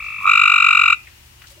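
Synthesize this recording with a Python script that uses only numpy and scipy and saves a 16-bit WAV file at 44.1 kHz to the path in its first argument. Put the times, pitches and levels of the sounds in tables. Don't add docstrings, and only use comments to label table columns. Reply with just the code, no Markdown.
import sys
import numpy as np
from scipy import signal
from scipy.fft import rfft, irfft, next_fast_len
from scipy.io import wavfile
from scipy.ndimage import uniform_filter1d

SR = 44100
rng = np.random.default_rng(int(sys.argv[2]) if len(sys.argv) > 2 else 0)


def transcribe(u):
    v = np.clip(np.atleast_2d(u).T, -1, 1)
    q = np.round(v * 32767).astype(np.int16)
    wavfile.write(sys.argv[1], SR, q)


N = 70560


def amp(db):
    return 10 ** (np.asarray(db) / 20)


def unit(x):
    return x / np.sqrt(np.mean(x ** 2) + 1e-20)


def lookup(table, hz, column=1):
    columns = np.transpose(table)
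    return np.interp(np.log(hz + 1), np.log(columns[0] + 1), columns[column])


def shape(x, gain):
    size = next_fast_len(2 * x.shape[-1])
    return irfft(rfft(x, size) * gain(np.fft.rfftfreq(size, 1 / SR)), size)[..., :x.shape[-1]]


def highpass(f, corner_hz, order=4):
    return f ** order / (f ** order + corner_hz ** order)


def minimum_phase(db):
    cepstrum = irfft(np.log(amp(db)))
    half = cepstrum.shape[-1] // 2
    return np.exp(rfft(cepstrum * np.r_[1, np.full(half - 1, 2), 1, np.zeros(half - 1)]))


def noise_band(centre_hz, width_hz):
    white = rng.standard_normal((2, N))
    return unit(shape(white, lambda f: np.exp(-.5 * ((f - centre_hz) / width_hz) ** 2)))


def add(mix, start_s, sound):
    at = round(start_s * SR)
    sound = sound[..., max(-at, 0):]
    part = mix[..., max(at, 0):][..., :sound.shape[-1]]
    part += sound[..., :part.shape[-1]]


# freq_hz, relative_db
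AIR_SPECTRUM = [(15, -54), (25, -16.5), (74, -3.5), (123, -16), (200, -23.5), (241, -24), (324, -27.5),
                (361, -31), (637, -29), (981, -23.5), (1220, -27), (2810, -21.5), (3580, -26.5),
                (4570, -26.5), (15800, -34.5)]
# freq_hz, correlation
AIR_CORRELATION = [(60, 0.88), (180, 0.88), (550, 0.2), (1650, -0.17), (4970, -0.12), (15000, 0.028)]

def night_air():
    left, spare = rng.standard_normal((2, N))
    likeness = lambda f: lookup(AIR_CORRELATION, f)
    right = shape(left, likeness) + shape(spare, lambda f: np.sqrt(1 - likeness(f) ** 2))
    pan_db = np.array([[2.5], [-2.5]])
    spectrum = lambda f: amp(lookup(AIR_SPECTRUM, f) + pan_db * (f > 300)) * highpass(f, 28)
    return amp(-48) * unit(shape(np.array([left, right]), spectrum))


# pitch_hz, rms_db
HUM_TONES = [(75, -59.5), (119, -59.5), (359, -70), (597, -79.5)]

def hum():
    t = np.arange(N) / SR
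    out = np.zeros(N)
    for pitch_hz, rms_db in HUM_TONES:
        wander_rad = .012 * np.cumsum(rng.standard_normal(N))
        out += amp(rms_db) * np.sqrt(2) * np.sin(2 * np.pi * pitch_hz * t + wander_rad)
    return out


def high_hiss():
    band = noise_band(centre_hz=14800, width_hz=1300)
    drift = lambda rate_hz: unit(shape(rng.standard_normal(N), lambda f: np.exp(-(f / rate_hz) ** 2)))
    return band * amp(-63.5 + 2.2 * drift(rate_hz=9) + 2 * drift(rate_hz=150))


# time_s, level_db
CHORUS_LEVELS = [(0, -65), (1.1, -63.5), (1.2, -60.5), (1.35, -68.5), (1.42, -56.5), (1.5, -65), (1.6, -57)]

def chorus():
    level_db = np.interp(np.arange(N) / SR, *np.transpose(CHORUS_LEVELS))
    return noise_band(centre_hz=2866, width_hz=110) * amp(level_db)


def burst(level_db, centre_hz, rise_s, decay_s, width_oct, grain_db):
    t = np.arange(SR // 2) / SR
    grains = amp(grain_db * unit(uniform_filter1d(rng.standard_normal(len(t)), 60)))
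    shared, left, right = rng.standard_normal((3, len(t)))
    spread = centre_hz / (centre_hz + 1200)
    noise = grains * ((1 - spread) * shared + spread * np.array([left, right]))
    band = shape(noise, lambda f: np.exp(-.5 * (np.log2((f + 1) / centre_hz) / width_oct) ** 2))
    envelope = np.minimum(t / rise_s, 1) * np.exp(-np.maximum(t - rise_s, 0) / decay_s)
    return amp(level_db) * unit(band) * envelope


# start_s, level_db, centre_hz, width_oct, rise_s, decay_s
LEAF_RUSTLES = [(0.018, -51.5, 4300, 0.54, 0.025, 0.092), (0.204, -48, 6500, 1, 0.014, 0.068),
                (.262, -59.5, 5000, 1, .012, .025), (1.045, -54, 2400, 0.69, 0.0071, 0.12),
                (1.068, -38, 2140, 0.25, .007, .009), (1.109, -57, 2260, .5, .01, 0.04),
                (1.255, -56, 4000, 1.2, 0.011, 0.027), (1.414, -42.5, 2050, 0.81, 0.0068, 0.0087),
                (1.435, -43, 1730, .35, 0.007, .013), (1.46, -47.5, 4000, 0.77, .012, 0.044),
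                (1.495, -43.5, 4500, 1.3, 0.01, 0.02)]
# start_s, level_db, pitch_hz, rise_s, decay_s
SOFT_BUMPS = [(.002, -44, 53.7, 0.024, 0.025), (.04, -60, 700, 0.016, 0.06),
              (0.181, -53, 199, 0.011, 0.042), (.265, -50.5, 583, .012, 0.035),
              (1.509, -49, 556, 0.0032, 0.013), (1.56, -50.5, 360, 0.015, 0.075),
              (1.572, -57, 600, .008, .025)]

def undergrowth():
    out = np.zeros((2, N))
    for start_s, level_db, centre_hz, width_oct, rise_s, decay_s in LEAF_RUSTLES:
        rustle = burst(level_db, centre_hz, rise_s, decay_s, width_oct, grain_db=3)
        add(out, start_s, rustle * amp([[2], [-2]]))
    for start_s, *bump in SOFT_BUMPS:
        add(out, start_s, burst(*bump, width_oct=.06, grain_db=0))
    return out


# freq_hz, level_db, t60_s
FOLIAGE_BANDS = [(300, -29, .15), (1400, -21, 0.24), (1990, -21, 0.11), (2500, -12.5, 0.35),
                 (3200, -18, .16), (4000, -18.5, 0.17), (8100, -4.5, .06)]

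def foliage(voice):
    hz, t, noise = signal.stft(rng.standard_normal((2, SR // 2)), SR, nperseg=256)
    t60_s = lookup(FOLIAGE_BANDS, hz, column=2)[:, None]
    decay = amp(-60 * t / t60_s) * (t > .004)
    energy = (decay ** 2).sum(1, keepdims=True) * t[1] * SR
    decay *= amp(lookup(FOLIAGE_BANDS, hz))[:, None] / np.sqrt(energy)
    tail = signal.istft(noise * decay, SR, nperseg=256)[1]
    return signal.fftconvolve(voice[None], tail, axes=1)[:, :N]


def swell(t, rise_s=.0051, fall_s=.0052):
    return np.exp(-np.where(t < 0, abs(t / rise_s) ** 2.23, (t / fall_s) ** 2))


def pulse(centre_s, pitch_hz, level_db, overtones_db, partials, length_ratio=1):
    start = round(centre_s * SR) - 800
    t = ((start + np.arange(1800)) / SR - centre_s) / length_ratio
    scoop = .09 * length_ratio ** 2 * (1 - np.tanh((t + .0059) / .00086))
    slide = .074 * length_ratio * np.tanh((t + .0007) / .0016)
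    phase = 2 * np.pi * np.cumsum(pitch_hz * (1 + slide - scoop)) / SR
    tone = np.zeros(len(t))
    for k, (partial_db, sharpness, lead_s) in enumerate(partials, 1):
        gain = amp(partial_db + overtones_db * (k > 1))
        tone += gain * swell(t + lead_s) ** sharpness * np.sin(k * phase)
    rasp_band = lambda f: highpass(f, 2500, order=2) / (1 + (f / 7500) ** 8)
    rasp = unit(shape(rng.standard_normal(len(t)), rasp_band))
    return start / SR, amp(level_db) * (tone + amp(overtones_db - 36) * swell(t) ** 2 * rasp)


# relative_db, envelope_power, lead_s
FAR_HARMONICS = [(-2.5, 2.1, 0.00062), (6, 1.25, 0.001), (-17.5, 2, 0.002)]

def far_frog(start_s=.0078, period_s=.01988, pulse_count=13):
    voice = np.zeros(N)
    echo_s, echo_db = .0052, -8
    for k, (time_jitter, level_jitter) in enumerate(rng.standard_normal((pulse_count, 2))):
        centre_s = start_s + k * period_s + .00014 * time_jitter
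        level_db = -28.5 - .04 * level_jitter
        at_s, chirp = pulse(centre_s, 1240, level_db, overtones_db=0, partials=FAR_HARMONICS)
        add(voice, at_s, chirp)
        add(voice, at_s + echo_s, amp(echo_db) * shape(chirp, lambda f: highpass(f, 1800)))
    return (voice + amp(13.5) * foliage(voice)) * amp([[0], [-3.5]])


# freq_hz, left_db, right_db
SAC_COLOUR = [(514, 0.9, 0.1), (870, -8.5, -10.5), (1284, -3, 2.5), (1414, 1.0, 1), (1830, -9, 4.5),
              (2050, 8, 9.5), (2060, -3, -17), (2389, 6, 8.5), (2444, 3, -8.5), (2550, 1.5, -1.75),
              (3166, 0.5, 0.15), (3557, -21.5, -13.5), (3835, 0.5, 2.25), (4600, -14, -12), (4620, -4, 0.1),
              (4990, 8, -5), (5670, -16, -25), (5930, 4.5, 10), (6150, -7, -8.5), (7100, -2.5, -11),
              (7625, 7.5, 13.5), (7940, 0, -16), (9500, -16, -18.5), (16000, -18.5, -25)]
# delay_s, left_db, right_db
BRANCH_ECHOES = [(.00507, -7.5, -39.5), (.007215, -22, -24), (.007663, -19.5, -30), (0.0166, -11.5, -16)]
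# freq_hz, lead_rad
LEFT_LEAD = [(1300, 1.1), (2500, 0.051), (3900, 0.81), (7500, 1.4)]

def sac_and_branches(f):
    mic_phase = np.exp(-1j * np.outer([0, 1], lookup(LEFT_LEAD, f)))
    echoes = sum(amp([[left_db], [right_db]]) * np.exp(-2j * np.pi * f * delay_s)
                 for delay_s, left_db, right_db in BRANCH_ECHOES)
    colour = minimum_phase([lookup(SAC_COLOUR, f), lookup(SAC_COLOUR, f, column=2)])
    return mic_phase * (1 + echoes * highpass(f, 1230)) * colour


# centre_s, pitch_hz, level_db, overtones_db, length_ratio
WARM_UP_PULSES = [(0.193, 1110, -32, -32.5, 0.83), (0.214, 1077, -24, -28.5, 0.54),
                  (.225, 1151, -22, -20, 0.52), (.236, 1168, -21.5, -20, 0.63),
                  (.246, 1219, -16.5, -12.5, .55), (0.2572, 1214, -6, -18, .52),
                  (0.2668, 1259, -15, -1.5, 0.45), (0.2869, 1271, -15.5, -0.5, .45)]
# relative_db, envelope_power, lead_s
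NEAR_HARMONICS = [(1, 1.102, 0.00094), (3.5, 1.58, 0.0013), (-6, 2.75, 0.0024), (-28.5, 4, 0.0034),
                  (-32.5, 0.5, .002), (-23.5, 3.9, 0.0027), (-42, 1.5, .001)]

def near_frog(start_s=.27752, period_s=.020099, slowing_s=.0000281, pulse_count=32):
    voice = np.zeros(N)
    for *note, length_ratio in WARM_UP_PULSES:
        add(voice, *pulse(*note, NEAR_HARMONICS, length_ratio))
    for k in range(pulse_count):
        time_jitter, level_jitter, pitch_jitter = rng.standard_normal(3)
        drag_s = .002 * (k == pulse_count - 1)
        centre_s = start_s + k * (period_s + k * slowing_s) + .00008 * time_jitter + drag_s
        push = np.exp(-k / 1.5)
        pitch_hz = 1303.2 * (1 - .04 * push + .0015 * pitch_jitter)
        level_db = -10 + 5 * push + .47 * level_jitter
        overtones_db = -10 * np.exp(-k / .89)
        add(voice, *pulse(centre_s, pitch_hz, level_db, overtones_db, NEAR_HARMONICS))
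    return shape(voice, sac_and_branches) + foliage(voice) * amp([[0], [-3]])


def scene():
    return near_frog() + far_frog() + chorus() + undergrowth() + night_air() + hum() + high_hiss()


def record(dry):
    rounded = dry / (1 + dry ** 8) ** (1 / 8)
    lowpass = signal.firwin(511, 15900, window=("kaiser", 9), fs=SR)
    return signal.oaconvolve(rounded, lowpass[None], "same")


dry = scene()
out = record(dry)
transcribe(out)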